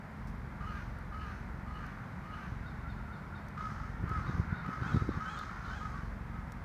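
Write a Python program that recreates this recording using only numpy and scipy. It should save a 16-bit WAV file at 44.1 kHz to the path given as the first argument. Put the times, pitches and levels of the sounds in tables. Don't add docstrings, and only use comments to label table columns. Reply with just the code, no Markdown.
import sys
import numpy as np
from scipy import signal
from scipy.fft import rfft, irfft, next_fast_len
from scipy.io import wavfile

SR = 44100
rng = np.random.default_rng(int(sys.argv[2]) if len(sys.argv) > 2 else 0)


def to_wav(s):
    ch = np.atleast_2d(s).T
    pcm = np.round(np.clip(ch, -1, 1) * 32767)
    wavfile.write(sys.argv[1], SR, pcm.astype(np.int16))


N = 292912
TIME = np.arange(N) / SR

LONG_GESTURE = dict(top=.35, climb=0.0699, leap=0, drop=.17, attack=0.05, release=0.25, start_db=-17, end_db=-7, opens=.55, opening=0.36, jitter=0.0248, shake_db=3, flare_db=10.5)
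# (frequency [Hz], gain [dB])
YELP_SHUT = [(600, -29), (1430, 21), (2200, -17), (5000, -45)]
# (time [s], peak before the case filter [dB], pitch [Hz])
THUMPS = [(2.527, -36, 79.6), (4.041, -26, 114), (4.115, -29.5, 142), (4.188, -30.5, 84.5),
          (4.297, -24, 129), (4.352, -32, 68.6), (4.399, -21, 115), (4.411, -33.5, 80), (4.529, -28.5, 132),
          (4.692, -29.5, 175), (4.824, -28, 105), (4.866, -32.5, 149), (4.92, -32, 106),
          (4.947, -21.5, 158), (4.961, -26.5, 248), (4.973, -23, 113), (5.023, -25, 88), (5.092, -24, 290),
          (5.145, -38, 258), (5.176, -30.5, 121)]


def amp(db):
    return 10 ** (np.asarray(db) / 20)


def evened(x):
    return x / np.sqrt(np.mean(x ** 2) + 1e-20)


def along(points, at):
    return np.interp(at, *np.transpose(points))


def ramp(x):
    return np.clip(x, 0, 1)


def read(points, hz):
    f, value = np.transpose(points)
    return np.interp(np.log(hz + 1), np.log(f), value)


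def add(mix, s, sound):
    part = mix[max(round(s * SR), 0):][:len(sound)]
    part += sound[:len(part)]


def colour(x, spectrum, treble_db=0):
    size = next_fast_len(len(x))
    hz = np.fft.rfftfreq(size, 1 / SR)
    shelf_db = treble_db * read([(1700, 0), (4000, 1)], hz)
    gain = amp(read(spectrum, hz) + shelf_db)
    return irfft(rfft(x, size) * gain, size)[:len(x)]


def wander(t, per_s):
    return np.interp(t * per_s, np.arange(512), rng.standard_normal(512))


def course(u, g):
    leap_share, drop_bend = 0.093, 1.4
    before = ramp(1 - u / g["top"])
    after = ramp((u - g["top"]) / (1 - g["top"]))
    leap = g["leap"] * ramp((g["top"] - u) / leap_share)
    arch = 1 - g["climb"] * before ** 2 - leap - g["drop"] * after ** drop_bend
    attack_db = g["start_db"] * ramp(1 - u / g["attack"])
    release_db = g["end_db"] * ramp(1 - (1 - u) / g["release"])
    beak = ramp(.5 + (u - g["opens"]) / g["opening"])
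    return arch, attack_db + release_db, beak


def voice(length, hz, rough, gesture):
    rattle_hz = 58.14
    t = np.arange(int(length * SR)) / SR
    arch, swell_db, beak = course(t / length, gesture)
    jitter = gesture["jitter"]
    turns = np.cumsum(hz * arch * (1 + jitter * wander(t, 262.8))) / SR + rng.random()
    turns = turns + 1.4 * jitter * wander(t, hz)
    order = int(11000 / hz) + .5
    pulses = np.sin(2 * np.pi * order * turns) / (np.sin(np.pi * turns) + 1e-12) - 1
    rasp = (0.27 + np.exp(-(turns % 1) / 0.76)) * rng.standard_normal(SR // 2)[:len(t)]
    rough = np.clip(rough, .02, .8)
    rattle_phase = 2 * np.pi * (rattle_hz * rng.uniform(0.882, 1.107) * t + rng.random())
    rattle = np.sin(rattle_phase + 0.8 * wander(t, 27.6))
    shake_db = gesture["shake_db"] * (rattle + .5 * wander(t, 109.7))
    drive = np.sqrt(1 - rough) * evened(pulses) + np.sqrt(rough) * evened(rasp)
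    return drive * amp(swell_db + shake_db), beak


def callers(calls, gesture, shut, throat):
    # (frequency [Hz], gain [dB])
    overtones = [(1900, -34), (2700, 2), (3800, -9), (4300, -2), (6000, -25)]
    flare_lag, flare_width = 0.049, 0.1
    out = np.zeros(N)
    for s, length, hz, db, rough, treble_db in calls:
        drive, beak = voice(length, hz, rough, gesture)
        u = np.linspace(0, 1, len(drive))
        effort = np.exp(-((u - gesture["top"] - flare_lag) / flare_width) ** 2)
        flare = amp(gesture["flare_db"] * (effort - .5)) - 1
        drive = drive + flare * colour(drive, overtones)
        beak = beak + (1 - beak) * min(2 * rough ** 2, 1)
        hollow = evened(colour(drive, shut))
        bright = evened(colour(drive, throat, treble_db))
        call = (1 - beak) * hollow + beak * bright
        add(out, s, amp(db) * evened(call) * signal.windows.tukey(len(call), .1))
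    return out


def long_caws():
    # (time [s], length [s], top pitch [Hz], level before the echo [dB], roughness [0-1], treble [dB])
    long_calls = [(.595, 0.25, 421, -48, 0.42, -3), (1.115, .26, 425.7, -49.5, 0.4, -1),
                  (1.65, .29, 422.4, -51.5, 0.3, -3), (2.225, .29, 421.8, -50, 0.42, -3)]
    # (frequency [Hz], gain [dB])
    long_shut = [(500, -38), (1050, -3), (1270, 6.5), (1600, -28), (2050, -19.5), (2600, -57), (2950, -7),
                 (3400, -50), (4200, -18.5), (5200, -31), (9000, -40)]
    # (frequency [Hz], gain [dB])
    long_throat = [(300, -21), (850, -38), (1200, 5.5), (1560, 5), (1800, -1), (2100, -9.5), (2500, -5.5),
                   (2850, -5.5), (3350, -17), (4200, -17), (5000, -22.5), (6200, -19), (7500, -39),
                   (11000, -32)]
    return callers(long_calls, LONG_GESTURE, long_shut, long_throat)


def short_caws():
    # (time [s], length [s], top pitch [Hz], level before the echo [dB], roughness [0-1], treble [dB])
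    caw_calls = [(2.02, .15, 526, -62.5, 0, 11), (3.56, 0.18, 427, -44, 0.22, 3.5),
                 (3.7, 0.2, 441, -52, .48, -2), (4.065, 0.15, 430.5, -43.5, .12, 2.5),
                 (4.235, .17, 417, -49, 0.54, 0.5), (4.625, .17, 433.4, -45, 0.38, -7),
                 (4.79, 0.14, 450.6, -47.5, 0.38, 4.5), (4.905, .13, 441.6, -45, 0.1, 3),
                 (5.08, .14, 388, -51, 0.36, 4), (5.185, .16, 431.5, -45.5, 0.32, 4),
                 (5.355, 0.1107, 420.5, -45, 0.42, 0), (5.45, 0.29, 459, -51.5, 0.5, -2),
                 (5.645, 0.11, 463, -48.5, 0.4, 6), (5.795, 0.12, 426.2, -45, 0.22, 3),
                 (5.91, 0.17, 385, -50, 0.42, -10), (6.31, 0.17, 430, -57.5, 0.3, -2)]
    caw_gesture = dict(top=0.46, climb=.085, leap=0, drop=.115, attack=0.16, release=0.33, start_db=-9, end_db=-15, opens=0.84, opening=.26, jitter=0.0131, shake_db=5.5, flare_db=-4)
    # (frequency [Hz], gain [dB])
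    caw_shut = [(500, -60), (1050, -10), (1270, 1), (1600, -17), (2100, -23.5), (2600, -31.5), (5000, -35),
                (10000, -48)]
    # (frequency [Hz], gain [dB])
    caw_throat = [(300, -38), (850, -17), (1100, 14.5), (1500, 7), (2050, 1), (2600, -51), (2950, -7.5),
                  (3600, -28), (4500, -15), (6300, -11.5), (7500, -29), (11000, -43)]
    return callers(caw_calls, caw_gesture, caw_shut, caw_throat)


def high_yelps():
    # (time [s], length [s], top pitch [Hz], level before the echo [dB], roughness [0-1], treble [dB])
    yelp_calls = [(4.82, .12, 865, -49.5, 0.2, -5.5), (5.235, 0.14, 847, -48, 0.06, -2.5),
                  (5.69, 0.13, 845, -49.5, 0.23, -5)]
    yelp_gesture = dict(top=.5, climb=0.0662, leap=.08, drop=0.093, attack=0.16, release=.28, start_db=-19, end_db=-6, opens=0.12, opening=0.44, jitter=0.0079, shake_db=3.2, flare_db=2)
    # (frequency [Hz], gain [dB])
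    yelp_throat = [(400, -19), (820, 2), (1500, 19), (2000, -22), (2550, 1), (3100, 5), (3500, -1.5),
                   (4250, -5), (5200, -22), (6700, -3.5), (8000, -13), (12000, -43)]
    return callers(yelp_calls, yelp_gesture, YELP_SHUT, yelp_throat)


def short_yips():
    # (time [s], length [s], top pitch [Hz], level before the echo [dB], roughness [0-1], treble [dB])
    yip_calls = [(2.62, 0.1, 762, -56.5, 0.3, 2), (2.85, 0.083, 750, -53.5, 0, -1),
                 (3.08, .1, 740, -54.5, .08, -5), (3.31, 0.086, 758, -54.5, 0.2, -2),
                 (3.565, 0.08, 757, -58, .08, -2), (4.21, .13, 765, -54, 0.42, 0),
                 (4.49, .14, 764, -52, 0.4, -3), (4.77, 0.12, 783, -63, 0.42, 10),
                 (4.885, .1, 785, -47.5, .3, -2), (5.085, 0.096, 746, -61.5, 0.64, 3),
                 (5.315, 0.12, 737, -49, .3, 1.5), (5.635, 0.093, 750, -53, 0.54, -1.5)]
    yip_gesture = dict(top=.52, climb=.1, leap=.05, drop=0.112, attack=0.21, release=0.84, start_db=-3, end_db=-10, opens=0.49, opening=0.21, jitter=0.0064, shake_db=3, flare_db=1)
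    # (frequency [Hz], gain [dB])
    yip_throat = [(400, -9), (800, 0), (1450, 8), (2200, -21), (3050, -23), (3700, 2.5), (4500, -5.5),
                  (5200, -13), (6700, -29), (12000, -48)]
    return callers(yip_calls, yip_gesture, YELP_SHUT, yip_throat)


def wood(x, wet_db):
    # (frequency [Hz], time to fall 60 dB [s])
    wood_t60 = [(200, 0.097), (1300, 0.84), (4000, 1), (9000, 0.63)]
    # (frequency [Hz], gain [dB])
    shade = [(3500, 0), (6000, -8)]
    # (frequency [Hz], gain [dB])
    scatter = [(1500, 0), (3000, 2), (5000, 8)]
    taps = rng.standard_normal(SR) * (rng.random(SR) < 2500 / SR)
    hz, t, z = signal.stft(taps, SR, nperseg=256)
    decay = amp(-60 * t / read(wood_t60, hz)[:, None])
    build_up = 1 - np.exp(-t / 0.0047)
    tail = signal.istft(z * decay * build_up, SR, nperseg=256)[1]
    tail = colour(tail / np.linalg.norm(tail), scatter)
    echo = signal.fftconvolve(x, tail)[:N]
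    return (colour(x, shade) + amp(wet_db) * echo) / np.hypot(1, amp(wet_db))


def flock(count=300):
    # (frequency [Hz], gain [dB])
    flock_tone = [(300, -39), (600, -20), (900, -5.5), (1100, -2.5), (1350, 4), (1700, -3), (2200, -10),
                  (2700, -23.5), (4500, -46), (8000, -75)]
    # (time [s], level [dB])
    flock_level = [(0, -60), (1, -58.5), (2, -54), (3.1, -57), (4, -51.5), (4.6, -46.5), (5.5, -51.5),
                   (6.1, -56.5), (6.64, -58.5)]
    gesture = dict(LONG_GESTURE, jitter=.013, shake_db=1.5, flare_db=0)
    lead = SR // 2
    out = np.zeros(N + lead)
    for k, (when, long, high, near) in enumerate(rng.random((count, 4))):
        call, _ = voice(.1 + .16 * long, 340 * 1.7 ** high, 0.33, gesture)
        s = (k + when) / count * len(out) / SR
        add(out, s, amp(10 * near) * call)
    chatter = wood(colour(out[lead:], flock_tone), wet_db=-6)
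    return amp(along(flock_level, TIME)) * evened(chatter)


def flutter():
    # (start [s], end [s], level [dB])
    flutter_spells = [(.18, 1.72, -44.5), (2.47, 2.94, -44.5), (3.61, 4.3, -44), (5.651, 6.4, -43.5)]
    # (frequency [Hz], gain [dB])
    body = [(22, -25), (34, -10), (45, 0), (68, 0), (90, -8), (115, -5), (160, -12), (210, -13), (280, -26),
            (600, -48), (2000, -80)]
    idle_db, rise_s, fall_s = -54, 0.025, 0.36
    beat_hz, beat_start_s = 22.497, .2085
    beats = np.diff(np.floor((TIME - beat_start_s) * beat_hz), append=0).clip(0, 1)
    log_gain = np.log(amp(read(body, abs(np.fft.fftfreq(16384, 1 / SR)))))
    ring = np.fft.ifft(np.exp(signal.hilbert(log_gain).conj())).real[:SR // 5]
    throb = signal.fftconvolve(beats * amp(wander(TIME, 25)), ring)[:N]
    lift_db = 0
    for start, end, db in flutter_spells:
        spell = ramp((TIME - start) / rise_s) * ramp(1 - (TIME - end) / fall_s)
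        lift_db = lift_db + (db - idle_db) * spell
    return amp(idle_db + lift_db) * evened(throb)


def buffeting():
    # (frequency [Hz], gain [dB])
    buffet_tone = [(30, -13), (70, 0.5), (160, -1.5), (300, -16), (520, -25), (800, -47), (2000, -63)]
    bed_db, swell_db = -53.5, -17
    build_s, die_s = 0.053, 0.021
    power = amp(bed_db) ** 2
    for s, db, _ in THUMPS:
        swell = np.exp(-np.maximum((s - TIME) / build_s, (TIME - s) / die_s))
        power = power + (amp(db + swell_db) * swell) ** 2
    return np.sqrt(power) * evened(colour(rng.standard_normal(N), buffet_tone))


def handling(ring_cycles=0.36, rise_cycles=0.71, snap_db=-8, snap_s=0.00087):
    # (time [s], rms level before the decay [dB], decay [s])
    ticks = [(0.271, -64.5, .03), (.987, -58, .002), (1.864, -60.5, 0.0043), (3.485, -57.5, .0025),
             (4.093, -55, .003), (4.663, -59, .0025), (5.39, -47, 0.0013), (6.521, -50.5, 0.0023)]
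    # (frequency [Hz], gain [dB])
    tick_tone = [(1000, 1), (3000, -7), (5000, 9), (9000, -3), (15000, -4)]
    out = buffeting()
    t = np.arange(-SR // 20, SR // 20) / SR
    snap = amp(snap_db) * np.exp(-(t / snap_s) ** 2)
    for s, db, hz in THUMPS:
        cycles = t * hz
        push = np.exp(np.where(t < 0, cycles / rise_cycles, -cycles / ring_cycles))
        thump = (push * np.cos(2 * np.pi * cycles) + snap) / (1 + amp(snap_db))
        add(out, s + t[0], -amp(db) * thump)
    out = colour(out, [(25, -18), (50, 4), (100, 5.0), (550, 5.0), (1100, 4)])
    age = t[t >= 0]
    for s, db, decay_s in ticks:
        noise = evened(colour(rng.standard_normal(len(age)), tick_tone))
        add(out, s, amp(db) * noise * np.exp(-age / decay_s))
    return out


def air(db=-47):
    # (frequency [Hz], gain [dB])
    air_tone = [(20, -38), (45, 6), (100, -3), (210, 2.5), (290, -13), (500, -15), (900, -11),
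                (1400, -15.5), (2100, -18), (2800, -32), (5000, -37.5), (8000, -45.5), (15000, -49)]
    return amp(db) * evened(colour(rng.standard_normal(N), air_tone))


def scene():
    caws = long_caws() + short_caws()
    high_calls = high_yelps() + short_yips()
    birds = wood(caws, wet_db=-8.5) + wood(high_calls, wet_db=-12)
    return (birds + flock() + air() + flutter() + handling())[None]


def record(dry):
    edge_hz = 15400
    low_pass = signal.firwin(511, edge_hz, window=("kaiser", 9), fs=SR)
    return signal.oaconvolve(dry, low_pass[None], "same")


dry = scene()
out = record(dry)
to_wav(out)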